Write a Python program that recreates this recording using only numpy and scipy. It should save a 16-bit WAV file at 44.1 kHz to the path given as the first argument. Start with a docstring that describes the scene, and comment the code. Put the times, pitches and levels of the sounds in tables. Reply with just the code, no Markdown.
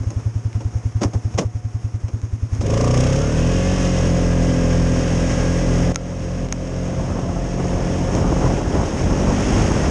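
"""A single-cylinder four-wheeler idles on a snowy road, clunks into gear and pulls away.
Idle firings thump in the muffler over a clatter of valve gear; under load they merge into a harmonic
drone with a roar that throbs each cycle, and the gears whine. It is heard from the rider's helmet,
through a microphone in a small housing that rings near 6 kHz; head wind buffets it as speed grows."""
import sys
import numpy as np
from scipy import signal
from scipy.fft import rfft, irfft, next_fast_len
from scipy.io import wavfile

SR = 44100
rng = np.random.default_rng(int(sys.argv[2]) if len(sys.argv) > 2 else 0)


def transcribe(signal):
    """Save signal, clipped to [-1, 1], as a 16-bit WAV file at the path in sys.argv[1]."""
    frames = np.atleast_2d(signal).T
    limited = np.clip(frames, -1, 1)
    pcm = np.round(limited * 32767).astype(np.int16)
    wavfile.write(sys.argv[1], SR, pcm)


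N = 436590
TIME_S = np.arange(N) / SR

# idle firings where the pace changes: start_s, level_db
IDLE_BEATS = [(-0.004, -8), (0.063, -4.5), (0.449, -5), (1.15, -3.5), (1.342, -5.5), (1.448, -7.5),
              (1.938, -6.5), (2.521, -5.5), (2.59, -3)]
IDLE_PERIOD_S = 0.098

def idle_firings():
    """Times and levels of all idle firings: even beats fill the gaps between the listed ones."""
    start_s, level_db = np.transpose(IDLE_BEATS)
    count = np.r_[0, np.cumsum(np.round(np.diff(start_s) / IDLE_PERIOD_S))]
    firing_s = np.interp(np.arange(count[-1] + 1), count, start_s)
    return firing_s, np.interp(firing_s, start_s, level_db)


# low thump of the muffler: pitch_hz, level_db, t60_s
MUFFLER_MODES = [(86, 3, 0.053), (111.8, 1, 0.18), (56.5, -24, 0.058)]
# hollow ring of the tailpipe: pitch_hz, level_db, t60_s
TAILPIPE_MODES = [(213, -26.5, 0.085), (263, -22, 0.059), (335, -31, 0.049), (440, -31, .04),
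                  (540, -32, .03)]
PUFF_LEAD_S, SURGE_GAP_S = 0.0047, 0.0115

def idle_putts():
    """A puff of gas, first a dip in pressure, rings the muffler; three surges ring the tailpipe."""
    start_s, level_db = idle_firings()
    thump = struck(start_s - PUFF_LEAD_S, level_db, MUFFLER_MODES, spread_db=1)
    surges = sum(struck(start_s + k * SURGE_GAP_S, level_db, TAILPIPE_MODES, spread_db=4)
                 for k in range(3))
    return soften(surges, puff_ms=4.08) - soften(thump, puff_ms=9.44)


# engine revs under load: time_s, firing_hz
REVS = [(2.63, 23.5), (2.69, 26.2), (2.73, 27.4), (2.81, 29.3), (2.85, 29.9), (3.01, 31.6), (3.12, 33.2),
        (3.32, 38.5), (3.4, 40.7), (3.54, 44.2), (3.68, 45.9), (3.76, 45.6), (4.07, 43.2), (4.63, 42.8),
        (4.8, 42.4), (5.02, 42.5), (5.26, 42.9), (5.87, 43.1), (6.03, 43.7), (7.79, 44.5), (9.11, 44.5),
        (9.17, 45.2), (9.33, 48.6), (9.43, 50.3), (9.59, 51.3), (9.7, 51.7), (9.9, 48.5)]
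# faders of the pulling engine: time_s, drone_db, roar_db
LOAD_LEVELS = [(2.6, -24.5, -35), (2.72, -18.5, -28), (2.97, -16.5, -24), (3.29, -18, -25.5),
               (3.45, -15.5, -24.5), (3.8, -17.5, -23.5), (4.17, -15, -25), (4.8, -15.5, -25.5),
               (5.33, -17.5, -23), (5.85, -15.5, -26), (7.3, -22, -31), (8.2, -20, -26.5),
               (8.5, -17.5, -27), (8.93, -29, -26.5), (9.03, -22.5, -26), (9.58, -18.5, -21.5),
               (9.9, -30, -24)]

def engine_under_load():
    """Fast firings make a drone; rushing gas roars and sets panels singing; the gears whine along."""
    firing_hz, = automation(REVS)
    drone_db, roar_db = automation(LOAD_LEVELS)
    running = gate(REVS[0][0], fade_s=0.035)
    cycles = np.cumsum(firing_hz * (running == 1)) / SR
    gas = rng.standard_normal(N) * from_db(0.72 * drift(9.5))
    roar_mix = gas_roar(gas, cycles) + singing_panels(gas) + gear_whine(cycles)
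    drone = exhaust_drone(firing_hz, cycles)
    return running * (from_db(drone_db) * drone + from_db(roar_db) * roar_mix)


# tone of the exhaust: pitch_hz, gain_db
EXHAUST_EQ = [(20, -2), (43, 3.5), (87, 2), (130, 2.5), (148, -0.5), (170, -1), (215, -13.5), (243, -1),
              (262, -4), (278, -7.5), (300, -6.5), (345, -17.5), (388, -11), (430, -7.5), (472, -14.5),
              (515, -8.5), (560, -4.5), (600, -14), (645, -21), (690, -19), (735, -16), (775, -40),
              (840, -26), (920, -29.5), (1100, -29), (1200, -26.5), (1400, -54)]
# the pipes smear each firing, each harmonic trailing the one below: pitch_hz, lag_cycles
PIPE_LAG = [(28, .7), (43, .9), (55, .55), (100, .5), (135, .7), (150, .7), (180, .45), (205, 1.05),
            (260, 1.2), (440, 1.25), (510, 1.72), (900, 1.74), (1100, 1.9)]
# crank and balancer shake: harmonic, boost_db
CRANK_SHAKE = [(1, 3.5), (2, 2), (3, 1.5), (4, 10.5), (5, 3), (6, 3.5), (7, 1.5), (8, -2)]
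# the frame's answer to the fourth harmonic: pitch_hz, gain_db
FRAME_SHAKE = [(94, 0), (110, -2.5), (133, -2.5), (148, -6), (163, -2), (175, -4), (184, 2.5), (205, 3)]
FRAME_LAG_CYCLES = 0.2  # the frame is a shorter path than the pipes
BARK_S, BARK_DECAY_S, REOPENED_S = 2.82, 0.32, (9.2, 9.55)

def exhaust_drone(firing_hz, cycles):
    """Harmonics of the firing rate, shaped by the pipes; the opening throttle barks and growls."""
    step = 8  # built at an eighth of the sample rate
    bark = settle(BARK_S, BARK_DECAY_S) * gate(BARK_S, fade_s=0.29)
    intake_db = (5.5 * bark - 0.1)[::step]
    growl_db = 5 * np.maximum(0.5 * bark, gate(*REOPENED_S, fade_s=0.12))[::step]
    firing_hz, cycles = firing_hz[::step], cycles[::step]
    eq_hz, eq_db = np.transpose(EXHAUST_EQ)
    drone, lag = 0, 0
    for k in range(1, 46):
        hz = k * firing_hz
        lag += FRAME_LAG_CYCLES if k == 4 else lookup(hz, PIPE_LAG)
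        level_db = np.interp(np.log(hz), np.log(eq_hz), eq_db, right=-80)
        level_db += lookup(k, CRANK_SHAKE, right=0)
        if k % 4 == 0:  # higher multiples of the fourth stand out too
            level_db += lookup(hz, FRAME_SHAKE) if k == 4 else 4.5
        level_db += intake_db * ((hz > 400) + 1.54 * (hz > 950))  # the upper intake ring barks harder
        level_db += growl_db * (hz > 225) * (hz < 335)
        level_db += 1.2 * drift(6, step)
        level_db += 1.2 * drift(25, step) * (hz > 400)  # upper harmonics are more ragged
        wobble = (0.07 + 0.012 * k) * drift(7, step)
        drone += from_db(level_db) * np.sin(2 * np.pi * (k * cycles - lag) + wobble)
    return unit_rms(signal.resample_poly(drone, step, 1, padtype="antireflect")[:N])


# tone of the rushing gas: frequency_hz, gain_db
ROAR_EQ = [(25, -22), (60, -6.5), (105, -4.5), (150, -10), (240, -8), (350, -13.5), (550, -16.5),
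           (800, -22), (1200, -25.5), (1700, -25), (2800, -28.5), (4500, -35.5), (7000, -39), (12000, -40)]
THROB_LAG_CYCLES, RASP_ABOVE_HZ = 0.898, 2270

def gas_roar(gas, cycles):
    """Gas noise bursts into a bright rasp once a cycle; hard early beats melt into the roar."""
    throb = (0.5 + 0.5 * np.cos(2 * np.pi * (cycles - THROB_LAG_CYCLES))) ** 4.5
    burst_db = 2.5 + 7.5 * settle(2.99, decay_s=0.22)
    rasp = highpass(gas * (from_db(burst_db * throb) - 1), RASP_ABOVE_HZ)
    return unit_rms(colour(gas + rasp, ROAR_EQ))


# resonances of the panels: pitch_hz, width_hz, level_db
PANEL_MODES = [(2510, 90, -33), (2763, 37, -33.5), (3040, 110, -35)]

def singing_panels(gas):
    """Gas noise excites narrow resonances, loudest at the top of the first rev."""
    singing = 0
    for hz, width_hz, db in PANEL_MODES:
        ring = signal.lfilter(*signal.iirpeak(hz, hz / width_hz, SR), gas)
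        singing += from_db(db) * unit_rms(ring)
    return singing * from_db(10.5 * gate(3.53, 3.95, fade_s=0.35))


# gear and valve tones: firing_multiple, level_db
WHINE_PARTIALS = [(25, .5), (38, 1), (46.5, -3)]

def gear_whine(cycles):
    """Gears and valves sing wavering tones that follow the revs, fainter later in the ride."""
    whine = 0
    for multiple, db in WHINE_PARTIALS:
        level = from_db(db + 3 * drift(14))
        whine += level * np.sin(2 * np.pi * multiple * cycles + 1.1 * drift(13))
    return whine * from_db(-19.5 - 6 * gate(6.6, fade_s=0.66))


# tone of the valve gear and belt: frequency_hz, gain_db
CLATTER_EQ = [(25, -42), (60, -2), (110, 1), (170, -7.5), (300, -10.5), (500, -16), (800, -21.5),
              (1080, -21.5), (1400, -25), (2000, -28), (4000, -34.5), (8000, -38.5), (12000, -32)]
QUIETER_S, THROTTLE_S, IDLE_WHINE_HZ = 1.41, 2.567, 726
SWELL_DB, SWELL_WIDTH_S, SWELL_LAG_S = 2.5, 0.025, 0.01

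def idle_clatter():
    """Valve gear and belt rustle, swelling with each firing; a thin whine comes and goes."""
    firing_s, _ = idle_firings()
    stroke = np.interp(TIME_S - SWELL_LAG_S, firing_s, np.arange(len(firing_s)))
    off_beat_s = (stroke - np.round(stroke)) * IDLE_PERIOD_S
    swell = np.exp(-(off_beat_s / SWELL_WIDTH_S) ** 2) * (TIME_S < firing_s[-1])
    # quieter from 1.4 s on, louder as the throttle opens
    level_db = -37.5 - 3 * gate(QUIETER_S, fade_s=0.12) + 9 * gate(THROTTLE_S, fade_s=0.088)
    rustle = rng.standard_normal(N) * from_db(1.2 * drift(20))
    clatter = unit_rms(colour(rustle, CLATTER_EQ)) * from_db(level_db + SWELL_DB * swell)
    whine_db = -51.5 - 25 * np.abs(TIME_S - np.clip(TIME_S, 0.55, 1.75))  # fades in, holds, fades out
    whine = from_db(whine_db) * np.sin(phase(IDLE_WHINE_HZ + 0.8 * drift(3.3)))
    return (clatter + whine) * gate(0, 2.525, fade_s=0.22)


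def drivetrain_whine():
    """A thin, wavering tone from the drivetrain climbs as the ride gathers speed, then levels off."""
    pitch_hz = np.minimum(607 + 67 * (TIME_S - 6.3), 725)
    level = from_db(-36.5 + drift(3)) * gate(6.7, 8.0, fade_s=0.57)
    return level * np.sin(phase(pitch_hz) + 0.24 * drift(18))


# gear lever and glove hits: start_s, level_db, thud_offset_db
KNOCK_HITS = [(0.03, -35, 9), (0.101, -27, 3), (0.17, -42, 12), (0.26, -46, 12), (0.604, -27, 2),
              (1.009, -21.5, -4), (1.015, -19.5, 7.5), (1.03, -8.5, -6.5), (1.132, -25.5, 7.5),
              (1.338, -27, -4), (1.376, -11.5, -15), (1.384, -4.5, -6.5), (1.409, -26, 5),
              (2.081, -25.5, -4), (2.608, -17.5, -1.5)]
# tone of the crunch: frequency_hz, gain_db
CRUNCH_EQ = [(100, -40), (300, -2), (435, -4.5), (500, -0.5), (560, 1), (640, -21), (725, 0), (860, -11.5),
             (1030, -11.5), (1500, -18.5), (3000, -18), (6000, -25.5), (12000, -36)]
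# tone of the thud: frequency_hz, gain_db
THUD_EQ = [(60, -20), (150, -1), (300, -2), (550, -9), (1000, -18.5), (3000, -42)]

def lever_and_glove_knocks():
    """Each knock is a short crunch of uneven clicks over a low thud that lasts longer."""
    crunch, thud = np.zeros(N), np.zeros(N)
    for start_s, db, thud_offset_db in KNOCK_HITS:
        crunch += hit_envelope(start_s, db, rise_s=0.0059, t60_s=0.042)
        thud += hit_envelope(start_s, db + thud_offset_db, rise_s=0.01, t60_s=0.13)
    clicks = rng.standard_normal(N) * from_db(0.91 * drift(280))
    return crunch * unit_rms(colour(clicks, CRUNCH_EQ)) + thud * unit_rms(colour(clicks, THUD_EQ))


# fader of the head wind: time_s, level_db
WIND_LEVELS = [(3.0, -52), (5.9, -25.5), (6.3, -25.5), (6.8, -29.5), (7.0, -23.5), (7.12, -19.5),
               (7.35, -22.5), (7.5, -25), (7.72, -21), (7.95, -21.5), (8.12, -20), (8.22, -16.5),
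               (8.33, -19.5), (8.45, -16.5), (8.6, -19), (8.8, -17), (8.97, -20), (9.1, -20.5), (9.28, -18),
               (9.55, -17.5), (9.9, -19)]
# single slaps of wind: start_s, level_db
WIND_SLAPS = [(7.117, -20), (7.699, -7), (8.319, -2), (8.419, -11), (8.499, -13), (8.611, 2), (8.719, -11),
              (9.029, -5), (9.759, -11.5)]
# low rumble of the buffeting: frequency_hz, gain_db
BUFFET_EQ = [(20, 6.5), (50, 5.5), (150, 1), (350, -3), (700, -9), (1400, -27), (3000, -51)]
# hiss on top of the gusts: frequency_hz, gain_db
GUST_EQ = [(200, -26.5), (500, -5.5), (900, -5.5), (1500, -19), (3000, -47.5)]
SLAP_TRIM_DB, FULL_GUST_DB = -9.5, -13.5

def head_wind():
    """Air buffets the microphone with lumpy low noise and single slaps; strong gusts are brighter."""
    lumps = rng.standard_normal(N) * from_db(0.6 * drift(8) + 2.5 * drift(35))
    level_db, = automation(WIND_LEVELS)
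    level = from_db(level_db) * gate(WIND_LEVELS[0][0], fade_s=0.27)
    for start_s, db in WIND_SLAPS:
        level += hit_envelope(start_s, db + SLAP_TRIM_DB, rise_s=0.006, t60_s=0.054)
    rumble = unit_rms(colour(lumps, BUFFET_EQ))
    hiss = unit_rms(colour(lumps, GUST_EQ)) * from_db(-12.5 + 0.77 * (level_db - FULL_GUST_DB))
    return level * (rumble + hiss)


# ticks on the housing: start_s, level_db, body_offset_db, ring_offset_db
TICK_HITS = [(0.105, -32, -5, -16), (0.53, -43, 5, -12), (0.785, -43, -8, -12), (1.3497, -39, -4, -12),
             (2.0825, -42, -4, -4), (2.2167, -40, -3, -10), (2.55, -36, -3, -12), (5.9274, -48, 0, -12),
             (5.9459, -29, -5, -12), (5.9588, -13, -3.5, 0), (6.487, -39, 8, -15.5),
             (6.5252, -15, -3.5, -13), (7.683, -36, -4, -12), (8.151, -25, -2, -12)]
# bright snap of the shell: pitch_hz, level_db, t60_s
SNAP_MODES = [(6460, -0.5, 0.0037), (8160, -5, 0.0024), (11000, 5, 0.0013), (13500, -6, 0.0015)]
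# its lower body: pitch_hz, level_db, t60_s
BODY_MODES = [(850, 0.5, 0.0068), (1300, 1.5, 0.0051), (2240, 5.5, 0.004), (3960, 4, 0.0043)]
# its longer ring: pitch_hz, level_db, t60_s
RING_MODES = [(1340, -15.5, 0.067)]

def housing_ticks():
    """Small hits ring the shell of the microphone housing."""
    start_s, level_db, body_offset_db, ring_offset_db = np.transpose(TICK_HITS)
    snap = struck(start_s, level_db, SNAP_MODES, spread_db=1.5)
    body = struck(start_s, level_db + body_offset_db, BODY_MODES, spread_db=1.5)
    ring = struck(start_s, level_db + ring_offset_db, RING_MODES, spread_db=1)
    return snap + body - ring


# dips in the riding sound: start_s, depth_db, recovery_s
LEVEL_DIPS = [(5.92, 11.5, 0.55), (6.465, 4.5, 0.2), (8.6, 3, 0.12)]
DIP_ATTACK_S = 0.007

def level_dips():
    """A gain that drops suddenly at each dip and creeps back."""
    gain_db = 0
    for start_s, depth_db, recovery_s in LEVEL_DIPS:
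        attack = np.minimum(since(start_s) / DIP_ATTACK_S, 1)
        gain_db -= depth_db * attack * settle(start_s, recovery_s)
    return from_db(gain_db)


def from_db(db):
    return 10 ** (np.asarray(db) / 20)


def unit_rms(x):
    return x / np.sqrt(np.mean(x ** 2) + 1e-20)


def phase(hz):
    return 2 * np.pi * np.cumsum(hz) / SR


def highpass(x, hz):
    return signal.sosfilt(signal.butter(2, hz, "high", fs=SR, output="sos"), x)


def lookup(x, table, right=None):
    return np.interp(x, *np.transpose(table), right=right)


def since(start_s):
    return np.maximum(TIME_S - start_s, 0)


def settle(start_s, decay_s):
    """Holds at 1 until the start, then decays."""
    return np.exp(-since(start_s) / decay_s)


def hit_envelope(start_s, db, rise_s, t60_s):
    """A quick rise and an exponential tail."""
    age_s = since(start_s)
    return from_db(db - 60 * age_s / t60_s) * (1 - np.exp(-age_s / rise_s))


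def automation(rows):
    """One curve for each column after the time."""
    time_s, *columns = np.transpose(rows)
    return [np.interp(TIME_S, time_s, column) for column in columns]


def gate(start_s, stop_s=N / SR, *, fade_s):
    """1 between two times, with linear fades outside them."""
    return np.interp(TIME_S, [start_s - fade_s, start_s, stop_s, stop_s + fade_s], [0, 1, 1, 0])


def drift(rate_hz, step=1):
    """Smooth random wander of spread 1, read at every step-th sample."""
    hop, warm_up = 40, 2000
    pole = np.exp(-2 * np.pi * hop * rate_hz / SR)
    noise = rng.standard_normal(N // hop + warm_up + 2)
    slow = signal.lfilter([1], [1, -2 * pole, pole * pole], noise)[warm_up:]
    return np.interp(np.arange(0, N, step) / hop, np.arange(len(slow)), unit_rms(slow))


def colour(x, eq):
    """Causal (minimum-phase) filter that follows an EQ table."""
    size, taps = next_fast_len(N + SR), 16384
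    hz, db = np.transpose(eq)
    gain_db = np.interp(np.log(np.fft.rfftfreq(taps, 1 / SR) + 1), np.log(hz), db)
    cepstrum = irfft(gain_db * np.log(10) / 20)
    cepstrum[1:taps // 2] *= 2
    response = irfft(np.exp(rfft(cepstrum[:taps // 2 + 1], taps)))
    return irfft(rfft(x, size) * rfft(response, size), size)[:N]


def struck(start_s, level_db, modes, spread_db):
    """Every hit rings every mode at a slightly random level, neighbouring modes in opposite sign."""
    scatter_db = spread_db * rng.standard_normal((len(start_s), len(modes)))
    onsets = np.round((start_s + 1) * SR).astype(int)  # a second of pre-roll for early hits
    ringing = np.zeros(N)
    for k, (hz, mode_db, t60_s) in enumerate(modes):
        clicks = np.full(N + SR, 1e-18)
        clicks[onsets] = from_db(level_db + mode_db + scatter_db[:, k])
        radius, angle = from_db(-60 / (t60_s * SR)), 2 * np.pi * hz / SR
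        feedback = [1, -2 * radius * np.cos(angle), radius ** 2]
        ringing += (-1) ** k * signal.lfilter([0, np.sin(angle)], feedback, clicks)[SR:]
    return ringing


def soften(x, puff_ms):
    """A soft push instead of a click."""
    puff = np.hanning(round(puff_ms * SR / 1000))
    return np.convolve(x, puff / puff.sum())[:N]


def scene():
    """The idle gives way to the ride, with knocks and ticks on top, in mono."""
    ticks = housing_ticks()
    riding = level_dips() * (engine_under_load() + drivetrain_whine() + head_wind())
    return (idle_putts() + idle_clatter() + riding + lever_and_glove_knocks() - ticks)[None]


# tone of the microphone housing: frequency_hz, gain_db
HOUSING_EQ = [(2500, 0), (3200, -2), (4200, -6), (4700, -0.5), (5500, 10), (6100, 6.5), (6520, 12.5),
              (7000, 2.5), (9000, -4.5), (10500, -12.5), (11500, -25), (12300, -37), (16000, -51)]
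BASS_CUT_HZ, TOP_CUT_HZ, PEAK_LIMIT = 37, 16500, 0.75

def record(dry):
    """The housing colours the treble; the deepest bass is cut, peaks are rounded, the top is cut."""
    housed = highpass(colour(dry[0], HOUSING_EQ), BASS_CUT_HZ)
    rounded = housed / (1 + (housed / PEAK_LIMIT) ** 4) ** 0.25
    return signal.sosfilt(signal.cheby2(12, 70, TOP_CUT_HZ, fs=SR, output="sos"), rounded)[None]


dry = scene()
out = record(dry)
transcribe(out)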